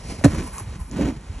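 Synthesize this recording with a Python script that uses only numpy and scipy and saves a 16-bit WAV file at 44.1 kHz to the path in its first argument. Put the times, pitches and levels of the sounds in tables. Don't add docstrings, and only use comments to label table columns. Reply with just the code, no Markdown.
import sys
import numpy as np
from scipy import signal
from scipy.fft import rfft, irfft, next_fast_len
from scipy.io import wavfile
from scipy.ndimage import map_coordinates

SR = 44100
rng = np.random.default_rng(int(sys.argv[2]) if len(sys.argv) > 2 else 0)


def master(y):
    cut = np.clip(np.atleast_2d(y).T, -1, 1)
    pcm = np.round(cut * 32767)
    wavfile.write(sys.argv[1], SR, pcm.astype(np.int16))


N = 61739

# frequency_hz, density_db
CRUMBS = [(100, 13), (400, 7.5), (700, -9), (1000, -1), (1500, -4), (2400, -4), (3500, -13), (7000, -11.5),
          (9500, -14.5), (10700, -15.5), (11600, -51), (14000, -75)]
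WALL_RISE_CYCLES = .88


def amp(db):
    return 10 ** (np.asarray(db) / 20)


def unit(x):
    return x / np.sqrt(np.mean(x ** 2) + 1e-20)


def along(points, hz):
    frequencies, values = np.transpose(points)
    return np.interp(np.log(hz + 1), np.log(frequencies + 1), values)


def clock():
    return np.arange(N) / SR


def envelope(rows):
    return amp(np.interp(clock(), *np.transpose(rows)))


def since(start_s):
    return np.maximum(clock() - start_s, 0)


def filtered(x, response):
    size = next_fast_len(N + SR // 2)
    return irfft(rfft(x, size) * response(np.fft.rfftfreq(size, 1 / SR)), size)[..., :N]


def coloured(x, spectrum):
    return unit(filtered(x, lambda hz: amp(along(spectrum, hz))))


def impacts(per_s, spread_db):
    strikes = rng.random(N) < per_s / SR
    size = amp(spread_db * np.clip(rng.standard_normal(N), -2.5, 2.5))
    polarity = rng.choice([-1, 1], N)
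    return unit(strikes * polarity * size)


def clumps(per_s, depth_db):
    knots = rng.standard_normal(1024)
    return amp(depth_db * map_coordinates(knots, [clock() * per_s], mode="wrap"))


def ring(t, hz, t60_s, rise_cycles):
    return np.sin(2 * np.pi * hz * t) * amp(-60 * t / t60_s) * (1 - np.exp(-t * hz / rise_cycles))


def knock():
    # start_s, thud_db, wall_db, focus_hz, crack_db, crack_t60_s, cutoff_hz
    contacts = [(.2394, -57.5, -21, 1920, -15.5, 0.0089, 5500),
                (0.2443, -6.5, -18.5, 960, -14.5, 0.079, 13900), (0.2586, -6, -28.5, 980, -44, 0.11, 5000)]
    # pitch_hz, level_db, t60_s, rise_cycles
    tub_modes = [(67.6, -10, 0.076, 0.58), (120, -1.5, 0.077, .9), (173, -3, 0.036, 0.82),
                 (283, 6, 0.053, 0.26), (500, -8, 0.04, .5), (534.6, -4.5, 0.035, 0.86),
                 (576, -6.5, 0.046, 0.71), (655, -20.5, 0.021, 0.44), (825, -17.5, 0.018, .4)]
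    # pitch_hz, level_db, t60_s
    wall_modes = [(805, 0, .05), (980, -8, .05), (1113, -4, .05), (1226, -4, .05), (1526, 0, .05),
                  (1733, -3, .055), (1858, -2, .055), (2355, -6, .04), (2695, -1, .05), (3965, -5, .04)]
    # frequency_hz, density_db
    crack_spectrum = [(200, -2), (700, 4.5), (1800, -3), (3300, -12.5), (3900, -5.5), (4500, -9.5),
                      (6000, -10), (8000, -9.5), (9500, -2.5), (11000, -17.5), (14000, -23)]
    focus_octaves = .9
    out = amp(-6) * ring(since(.2447), hz=7850, t60_s=.0084, rise_cycles=.98)
    for start_s, thud_db, wall_db, focus_hz, crack_db, crack_t60_s, cutoff_hz in contacts:
        t = since(start_s)
        for hz, db, t60_s, rise_cycles in tub_modes:
            out += amp(thud_db + db) * ring(t, hz, t60_s, rise_cycles)
        for hz, db, t60_s in wall_modes:
            coupling = 1 / (1 + (np.log2(hz / focus_hz) / focus_octaves) ** 2)
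            strength = amp(wall_db + db + rng.normal(0, 1)) * rng.choice([-1, 1])
            out += coupling * strength * ring(t, hz, t60_s, WALL_RISE_CYCLES)
        grains = coloured(impacts(12000, spread_db=2.5), crack_spectrum)
        crack = amp(crack_db - 60 * t / crack_t60_s) * (t > 0) * grains
        out += filtered(crack, lambda hz: 1 / np.hypot(1, (hz / cutoff_hz) ** 2))
    return out


def thumps():
    # start_s, level_db, start_hz, end_hz, t60_s, rise_cycles
    blows = [(0.2461, 12.5, 156, 137, 0.04, 2.23), (0.251, -5, 131, 72, 0.11, 0.69)]
    sag_s = .024
    out = np.zeros(N)
    for start_s, db, start_hz, end_hz, t60_s, rise_cycles in blows:
        t = since(start_s)
        cycles = end_hz * t + (start_hz - end_hz) * sag_s * (1 - np.exp(-t / sag_s))
        attack = 1 - np.exp(-cycles / rise_cycles)
        out += np.sin(2 * np.pi * cycles) * amp(db - 60 * t / t60_s) * attack
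    return out


def loads():
    # start_s, rise_s, hold_s, release_s, boom_db, crumbs_db
    landings = [(0.241, 0.076, 0.082, 0.19, -28.5, -33.5), (0.928, 0.055, 0.1, 0.13, -22, -39.5)]
    # centre_hz, bandwidth_hz, gain_db
    barrel_modes = [(73.6, 51, -5), (133.6, 29.3, -0.5), (165, 30, -2), (237.6, 24.6, 3), (299, 55, -1),
                    (383, 68, -8.5), (534, 124, -16)]
    rise_db, release_db, crumbs_lag_s = 16, 37, .0023

    def barrel(hz):
        return sum((-1) ** k * amp(db) * 1j * hz * width / (centre ** 2 - hz ** 2 + 1j * hz * width)
                   for k, (centre, width, db) in enumerate(barrel_modes))

    def flow(t, rise_s, hold_s, release_s):
        growth_db = np.minimum(rise_db * (t / rise_s - 1), 0)
        decay_db = release_db * np.maximum(t - rise_s - hold_s, 0) / release_s
        return amp(growth_db - decay_db)

    out = np.zeros(N)
    for start_s, *stages_s, boom_db, crumbs_db in landings:
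        t = clock() - start_s
        boom = unit(filtered(impacts(2000, spread_db=2), barrel))
        crumbs = coloured(impacts(8000, spread_db=12), CRUMBS) * clumps(120, depth_db=2)
        out += amp(boom_db) * boom * flow(t, *stages_s)
        out += amp(crumbs_db) * crumbs * flow(t - crumbs_lag_s, *stages_s)
    return out


def clods():
    # start_s, thud_db, pitch_hz,
    # crunch_db
    landings = [(0.121, -28, 284, -36), (0.186, -17, 87, -38), (0.212, -25.5, 587, -41),
                (0.2783, -9, 90, -32), (0.334, -11.5, 165, -41), (0.347, -17, 293, -40),
                (0.382, -13.5, 90, -41), (.384, -18.5, 255, -42), (0.608, -27, 336, -68),
                (0.616, -18, 107, -49.5), (0.669, -18.5, 100, -62), (0.685, -16.5, 66, -63),
                (0.754, -22.5, 130, -39), (.792, -25.5, 141, -62), (0.809, -12.5, 70.6, -63),
                (.915, -21, 255, -67), (0.962, -12, 148, -33), (.9825, -17, 270, -55),
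                (.990, -11, 305, -50), (.994, -16, 550, -55), (1.0095, -5.5, 300, -28),
                (1.0195, -9.5, 265, -33), (1.053, -10.5, 124, -31), (1.085, -21, 270, -30.5),
                (1.124, -20, 228, -55), (1.162, -18.5, 125, -41.5), (1.296, -14, 81.6, -46),
                (1.364, -20.5, 61, -64)]
    decay_cycles, min_t60_s, crunch_t60_s = 6, .026, .098
    crumble = coloured(impacts(7000, spread_db=3), CRUMBS)
    out = np.zeros(N)
    for start_s, thud_db, hz, crunch_db in landings:
        t = since(start_s)
        t60_s = np.hypot(decay_cycles / hz, min_t60_s)
        out += amp(thud_db) * ring(t, hz, t60_s, rise_cycles=.45)
        out += amp(crunch_db - 60 * t / crunch_t60_s) * (t > 0) * crumble
    return out


def grit():
    # start_s, level_db, pitch_hz, relative_width, wall_relative_db
    strikes = [(.3035, -37, 7500, .3, -18), (.3645, -33, 7000, .3, -25), (0.3901, -30, 4930, .3, -19),
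               (0.4778, -33, 7500, .4, -5.5), (.5825, -21.5, 6600, .42, -3), (.8972, -36, 9400, .3, -45),
               (.9135, -28, 6700, .1, -38)]
    tick_t60_s = .0043
    out = np.zeros(N)
    for start_s, db, pitch_hz, width, wall_db in strikes:
        t = since(start_s)
        band = lambda hz: 1 / (1 + (np.log((hz + 1) / pitch_hz) / width) ** 2)
        noise = unit(filtered(rng.standard_normal(N), band))
        tick = noise * (t > 0) * amp(-60 * t / tick_t60_s)
        wall = ring(t, hz=1100, t60_s=.03, rise_cycles=WALL_RISE_CYCLES)
        out += amp(db) * (tick + amp(wall_db) * wall)
    return out


def creep():
    # time_s, level_db
    levels = [(0, -41.5), (.03, -38.5), (.08, -37), (.125, -34), (.16, -39), (.2, -37), (.235, -46.5),
              (.3, -41), (.46, -43), (.62, -54), (1.4, -61)]
    # frequency_hz, density_db
    spectrum = [(60, -0.5), (170, 8.5), (280, -0.5), (420, -5.5), (650, -4), (1000, -12), (1500, -18),
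                (2400, -13), (3500, -21.5), (4300, -16), (5500, -12), (7000, -20), (9700, -8.5),
                (11000, -26), (14000, -96)]
    grains = coloured(impacts(9000, spread_db=1.5), spectrum)
    return envelope(levels) * grains * clumps(68.1, depth_db=2.5)


def lip_hiss():
    # time_s, level_db
    levels = [(0, -78), (.3, -46.5), (.44, -46.5), (.48, -43.5), (.51, -46), (.545, -36), (.588, -33.5),
              (.63, -47), (.75, -69), (.8, -48.5), (1.4, -80)]
    # frequency_hz, density_db
    spectrum = [(300, -15), (750, -6), (920, 3), (1040, 6.5), (1180, -2.5), (1400, -6), (2400, -9),
                (3500, -19.5), (5000, -13), (7000, -11), (9500, 2.5), (11000, -8), (14000, -32)]
    grains = coloured(impacts(7000, spread_db=2.5), spectrum)
    return envelope(levels) * grains * clumps(79.7, depth_db=3.5)


def trickle():
    # time_s, level_db
    levels = [(0, -45.5), (.6, -44.5), (.75, -43), (.8, -51), (.88, -53), (.94, -38.5), (1.14, -45),
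              (1.25, -45), (1.4, -42.5)]
    # frequency_hz, density_db
    spectrum = [(100, 7.5), (200, 13.5), (300, 7.5), (420, 2.5), (650, -1.5), (900, -0.5), (1500, -5),
                (2400, -5.5), (3500, -10.5), (7000, -12), (9500, -8), (10600, -15), (11800, -57),
                (14000, -60)]
    grains = coloured(impacts(7000, spread_db=3), spectrum)
    return envelope(levels) * grains * clumps(60.56, depth_db=1.1)


def murmur():
    # time_s, level_db
    levels = [(0, -41), (.07, -33.5), (.2, -41), (.32, -31), (.42, -32), (.48, -39), (.6, -42.5),
              (.75, -31.5), (.89, -40.5), (.96, -31), (1.12, -26.5), (1.25, -45), (1.4, -34)]
    # frequency_hz, density_db
    spectrum = [(15, -11), (30, -6), (48, 6), (80, -4), (130, -12.5), (200, -12.5), (400, -80)]
    return envelope(levels) * coloured(rng.standard_normal(N), spectrum)


def yard(x):
    # frequency_hz, gain_db
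    scatter = [(100, -24), (300, -20), (600, -13), (1500, -12), (2700, -7), (4000, -14), (9000, -19)]
    t60_s = .09
    t = np.arange(SR // 8) / SR
    tail = rng.standard_normal((2, len(t))) * amp(-60 * t / t60_s)
    wet = signal.fftconvolve(x[None], tail / np.linalg.norm(tail[0]), axes=1)[:, :N]
    return filtered(wet, lambda hz: amp(along(scatter, hz)))


def scene():
    # frequency_hz, lead_rad
    phase = [(20, 0), (300, -.12), (750, -.4), (1100, -.2), (1600, 0), (2700, .8), (3900, .8), (4500, 1.6),
             (5000, 3.9), (5450, 5.6), (5900, 6.25), (6400, 6.6), (7400, 7.8), (8350, 8.9), (9250, 9.42),
             (10000, 10), (10800, 10.9), (11800, 12.4)]
    # frequency_hz, balance_db
    balance = [(60, -.4), (400, -2), (680, -1.5), (950, -6.5), (1700, 0), (2700, 2.5), (3500, 0),
               (4600, -3.5), (5400, 0.7), (6500, 0)]
    sound = knock() + thumps() + loads() + creep() + lip_hiss() + trickle() + clods() + grit() + murmur()
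    left = lambda hz: amp(along(balance, hz) / 2) * np.exp(.5j * along(phase, hz))
    direct = filtered(sound, lambda hz: np.array([left(hz), 1 / left(hz)]))
    return direct + yard(sound)


def record(dry):
    # frequency_hz, gain_db
    treble = [(10500, 0), (11500, -3), (12400, -8), (13200, -21), (14600, -34)]
    low_cut_hz, top_hz, ceiling = 26, 14600, .93
    high_passed = filtered(dry, lambda hz: 1 - 1 / (1 + (hz / low_cut_hz) ** 4))
    saturated = high_passed / (1 + np.abs(high_passed / ceiling) ** 6) ** (1 / 6)
    return filtered(saturated, lambda hz: amp(along(treble, hz)) * (hz < top_hz))


dry = scene()
out = record(dry)
master(out)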